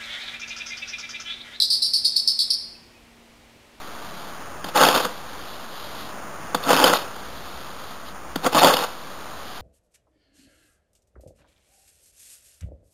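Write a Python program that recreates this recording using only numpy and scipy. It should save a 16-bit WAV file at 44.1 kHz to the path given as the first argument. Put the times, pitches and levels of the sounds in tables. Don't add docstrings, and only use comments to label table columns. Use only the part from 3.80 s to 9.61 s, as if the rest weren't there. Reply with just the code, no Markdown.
import sys
import numpy as np
from scipy import signal
from scipy.fft import rfft, irfft, next_fast_len
from scipy.io import wavfile
from scipy.ndimage import map_coordinates

SR = 44100
rng = np.random.default_rng(int(sys.argv[2]) if len(sys.argv) > 2 else 0)


def unload_audio(sound):
    columns = np.transpose(np.atleast_2d(sound))
    steps = np.round(np.clip(columns, -1, 1) * 32767)
    wavfile.write(sys.argv[1], SR, steps.astype(np.int16))


N = 256220

# f/Hz, width/Hz, relative level/dB
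BLADE_MODES = [(501, 37.4, 4.5), (660, 165, -4), (845, 95, 0.5), (1102, 49, 0), (1274, 245, -4.5),
               (1730, 220, -13.5)]
EDGE_MODES = [(2593, 130, 4.5), (3160, 240, -4), (3630, 190, 12)]
PAN_MODES = [(108, 21, -43), (163, 10.4, -2.5), (191, 12.5, -4), (267, 57, 3.5), (355, 230, -5.5)]
# f/Hz, relative level/dB
SCRAPE_SPECTRUM = [(40, -41), (150, -13.5), (300, -8.5), (450, -3), (600, 2), (1000, 0.5), (1400, 0.5),
                   (1800, -9), (2300, -14.5), (4000, -27.5)]
GRIT_SPECTRUM = [(300, -15), (1500, -20), (2000, -4), (2300, -13), (2700, 0), (3550, 5), (4000, -22),
                 (5000, -25.5)]

def pushes():
    rasp_gain, grit_gain, rumble_gain = stroke_gains()
    chatter = unit(amp(1.3 * wobble(rate_hz=130)))
    slips = ticks(rate_hz=1200, spread_db=1) * chatter
    cracks = stick_slip(rate_hz=165, scatter=0.5, spread_db=4)
    crumbs = coloured(ticks(rate_hz=3500, spread_db=4.5) * chatter, SCRAPE_SPECTRUM)
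    powder = coloured(ticks(rate_hz=5900, spread_db=2) * chatter, GRIT_SPECTRUM)
    rasp = sliding_contact(slips + amp(-9) * cracks, BLADE_MODES, wander_db=4, rate_hz=35) + crumbs
    pebbles = sliding_contact(cracks + amp(-10.5) * slips, EDGE_MODES, wander_db=4, rate_hz=70)
    crunch = pebbles + amp(-3) * coloured(cracks, GRIT_SPECTRUM) + amp(-2) * powder
    rumble = ringing(slips, PAN_MODES)
    return rasp_gain * unit(rasp) + grit_gain * unit(crunch) + rumble_gain * rumble


# t/s, level/dB
PUSH_EFFORT = [
    [(0.946, -29), (0.96, -14), (1.042, -12.5), (1.136, -21), (1.16, -12.5), (1.234, -27), (1.252, -22.5),
     (1.262, -32)],
    [(2.868, -31), (2.904, -16.5), (3.022, -16.5), (3.04, -15), (3.1, -14.5), (3.116, -20), (3.126, -15.5),
     (3.206, -31), (3.215, -32)],
    [(4.728, -23.5), (4.744, -22), (4.784, -13), (4.808, -18), (4.826, -11), (4.94, -18.5), (4.952, -24.5),
     (5.048, -24), (5.055, -37)],
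]
# rumble level/dB at firm effort, pan empty
PAN_RUMBLE_DB = [-28, -25, -28.5]
# peak t/s, rasp level/dB, grit level/dB, rumble level/dB
SKIDS = [(0.862, -30, -43, -39), (0.887, -34.5, -35, -40), (2.833, -38, -36, -55), (2.852, -34, -38, -46),
         (2.883, -20.5, -47, -42), (4.646, -31, -37, -30.5), (4.667, -13.5, -30, -18)]

def stroke_gains(firm_db=-14.5, bite_db_per_s=1800, lift_db_per_s=454, fill_db_per_s=14):
    t, gains = np.arange(N) / SR, np.zeros((3, N))
    for push, pan_db in zip(PUSH_EFFORT, PAN_RUMBLE_DB):
        at_s, level_db = np.transpose(push)
        early_s, lifted_s = np.maximum(at_s[0] - t, 0), np.maximum(t - at_s[-1], 0)
        filling_s = np.clip(t - at_s[0], 0, at_s[-1] - at_s[0])
        effort_db = np.interp(t, at_s, level_db) - firm_db
        effort_db -= bite_db_per_s * early_s + lift_db_per_s * lifted_s
        rasp_db = -16 + effort_db
        grit_db = -22.5 + 0.84 * effort_db
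        rumble_db = pan_db + 0.92 * effort_db - fill_db_per_s * filling_s
        gains += amp([rasp_db, grit_db, rumble_db])
        gains[0] += (lifted_s > 0) * amp(-42.5 - 66 * lifted_s)
    rise_db_per_s, fall_db_per_s = 900, 800
    for peak_s, *peaks_db in SKIDS:
        skid = amp(-np.maximum((peak_s - t) * rise_db_per_s, (t - peak_s) * fall_db_per_s))
        gains += np.outer(amp(peaks_db), skid)
    return gains


def stick_slip(rate_hz, scatter, spread_db):
    wait, size = rng.standard_normal((4000, 2)).T
    gaps = np.exp(scatter * wait - scatter ** 2 / 2)
    onsets = np.round(np.cumsum(gaps) * SR / rate_hz).astype(int)
    impulses = np.sign(rng.standard_normal(len(onsets))) * amp(spread_db * np.minimum(size, 2))
    return unit(np.bincount(onsets, impulses, N)[:N])


def sliding_contact(force, modes, wander_db, rate_hz):
    out = np.zeros(N)
    for k, (hz, width_hz, db) in enumerate(modes):
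        share = amp(wander_db * np.clip(wobble(rate_hz), -2, 1))
        out += (-1) ** k * amp(db) * np.sqrt(width_hz) * ringing(force * share, [(hz, width_hz, 0)])
    return unit(out)


# t/s, clack level/dB, thud level/dB, snap level/dB, snap f/Hz
KNOCKS = [(0.843, -29.5, -35, -34.5, 3390), (1.034, -11.5, -33, -18, 3300), (1.086, -16, -40, -19.5, 3310),
          (1.25, -23.5, -29, -35, 3540), (2.746, -16.5, -24, -26, 3560), (2.905, -12.5, -38, -29, 3140),
          (2.93, -16, -24, -22, 3100), (3.041, -14.5, -19, -12, 3090), (3.077, -21, -28, -23, 3420),
          (3.135, -15, -43, -25, 3410), (4.558, -24.5, -23.5, -29, 3570), (4.663, -19.5, -36, -27.5, 3330),
          (4.747, -17, -23.5, -26.5, 3550), (4.845, -11, -17, -15, 3390), (4.871, -18, -24, -21.5, 3370),
          (4.938, -20, -28, -22, 3420), (4.968, -23.5, -36, -22.5, 2920)]

def knocks(contact_t60_s=0.022, ring_t60_s=0.022, settle_t60_s=0.19):
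    out, t = np.zeros(N + SR), np.arange(SR // 4) / SR
    thud = ringing(np.exp(-t / 0.0037), PAN_MODES)
    attack = 1 - np.exp(-t / 0.00041)
    for at_s, clack_db, thud_db, snap_db, snap_hz in KNOCKS:
        press, crumble, split = rng.standard_normal((3, len(t))) * attack * amp(-60 * t / contact_t60_s)
        clack = amp(-1) * ringing(press, BLADE_MODES) + coloured(crumble, SCRAPE_SPECTRUM)
        chips = ticks(rate_hz=560, spread_db=5.5)[:len(t)] * amp(-60 * t / settle_t60_s)
        settle = coloured(chips, CHIPS_SPECTRUM)
        ring = unit(attack * amp(-60 * t / ring_t60_s) * np.sin(2 * np.pi * snap_hz * t))
        ring_gain = amp(0.46 * (snap_db + 27))
        snap = ring_gain * ring + coloured(split, GRIT_SPECTRUM)
        hit = amp(clack_db) * (unit_hit(clack) + amp(-16) * unit_hit(settle))
        hit += amp(thud_db) * unit_hit(thud) + amp(snap_db) * unit_hit(snap)
        out[round(at_s * SR):][:len(t)] += hit
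    return out[:N]


# peak t/s, level/dB, half length/s
TOSSES = [(0.0, -47.5, 0.16), (0.35, -45.5, 0.18), (1.33, -46, 0.12), (1.7, -44, 0.2), (2.03, -41, 0.078),
          (2.21, -41.5, 0.075), (3.43, -46.5, 0.13), (3.75, -44.5, 0.2), (4.09, -46, 0.098),
          (4.28, -44, 0.022), (5.25, -47.5, 0.43), (5.78, -44.5, 0.15)]
# f/Hz, relative level/dB
CHIPS_SPECTRUM = [(200, -22), (800, 0), (1500, -17), (2200, -3), (3300, 11.5), (4000, 10.5), (5000, -35)]

def tosses():
    return swells(TOSSES) * coloured(ticks(rate_hz=2800, spread_db=-0.5), CHIPS_SPECTRUM)


# f/Hz, t60/s
YARD_T60 = [(100, 0.074), (1000, 0.59), (4000, 0.49)]

def yard_echo(x, gap_s=0.012):
    hz, t, noise = signal.stft(rng.standard_normal(SR // 2), SR, nperseg=256)
    decay = amp(-60 * t / log_interp(YARD_T60, hz)[:, None])
    tail = signal.istft(noise * decay, SR, nperseg=256)[1]
    delayed = np.pad(x, (round(gap_s * SR), 0))
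    return signal.fftconvolve(delayed, tail / np.linalg.norm(tail))[:N]


# t/s, level/dB
TRAFFIC_LEVEL = [(0, -38), (1.8, -38), (2.6, -35), (3.3, -37.5), (4.3, -38.5), (5.81, -37)]
# f/Hz, relative level/dB
TRAFFIC_SPECTRUM = [(20, -14), (45, -11), (70, -3), (110, -5), (200, -1), (400, -4), (600, -0.5),
                    (900, -1.5), (1230, 1), (1600, -4.5), (2100, -10), (3000, -13), (4000, -17.5),
                    (5000, -21.5)]

def traffic(fade_s=0.012):
    t = np.arange(N) / SR
    at_s, level_db = np.transpose(TRAFFIC_LEVEL)
    fade = np.clip(1 + np.minimum(t - at_s[0], at_s[-1] - t) / fade_s, 0, 1)
    gain = fade * amp(np.interp(t, at_s, level_db) + 0.65 * wobble(rate_hz=5.69))
    return gain * coloured(rng.standard_normal(N), TRAFFIC_SPECTRUM)


# peak t/s, level/dB, half length/s
DRONE_SWELLS = [(3.68, -51, 0.15), (4.46, -56, 0.08)]

def drone(hz=61.4, width_hz=6, floor_db=-60):
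    return (amp(floor_db) + swells(DRONE_SWELLS)) * ringing(rng.standard_normal(N), [(hz, width_hz, 0)])


def amp(db):
    return 10 ** (np.asarray(db) / 20)


def unit(x):
    return x / np.sqrt(np.mean(x ** 2) + 1e-20)


def unit_hit(x):
    return x / np.sqrt(np.sum(x ** 2) / (SR / 100))


def log_interp(points, hz):
    knots_hz, values = np.transpose(points)
    return np.interp(np.log(hz + 1), np.log(knots_hz + 1), values)


def wobble(rate_hz):
    return map_coordinates(rng.standard_normal(4096), [np.arange(N) * rate_hz / SR], mode="wrap")


def swells(rows):
    t = np.arange(N) / SR
    return np.sqrt(sum(amp(db) ** 2 * np.exp(-((t - at_s) / half_s) ** 2) for at_s, db, half_s in rows))


def ticks(rate_hz, spread_db):
    chance, size, sign = rng.random(N), rng.standard_normal(N), rng.choice([-1, 1], N)
    return unit((chance < rate_hz / SR) * sign * amp(spread_db * np.minimum(size, 2)))


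def filtered(x, response):
    size = 2 * next_fast_len(len(x) // 2 + 8192)
    return irfft(rfft(x, size) * response(np.fft.rfftfreq(size, 1 / SR)), size)[:len(x)]


def coloured(x, spectrum):
    def response(hz):
        cepstrum = irfft(np.log(amp(log_interp(spectrum, hz))))
        return np.exp(rfft(2 * cepstrum[:len(hz) - 1], len(cepstrum)) - cepstrum[0])
    return unit(filtered(x, response))


def ringing(x, modes):
    def response(hz):
        return sum((-1) ** k * amp(db) * 1j * hz * width_hz / (mode_hz**2 - hz**2 + 1j * hz * width_hz)
                   for k, (mode_hz, width_hz, db) in enumerate(modes))
    return unit(filtered(x, response))


def scene():
    shovel = pushes() + knocks()
    return (shovel + amp(-14.5) * yard_echo(shovel) + tosses() + traffic() + drone())[None]


def record(dry, sample_hz=8000, top_hz=15750, dc_offset=-0.0124):
    length_s = N // SR + 1
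    samples = signal.resample(np.pad(dry[0], (0, length_s * SR - N)), length_s * sample_hz)
    held = np.repeat(np.clip(samples, -1, 1), 12)
    staircase = signal.resample(held, length_s * SR)[:N]
    return filtered(staircase, lambda hz: hz < top_hz)[None] + dc_offset


dry = scene()
out = record(dry)
unload_audio(out)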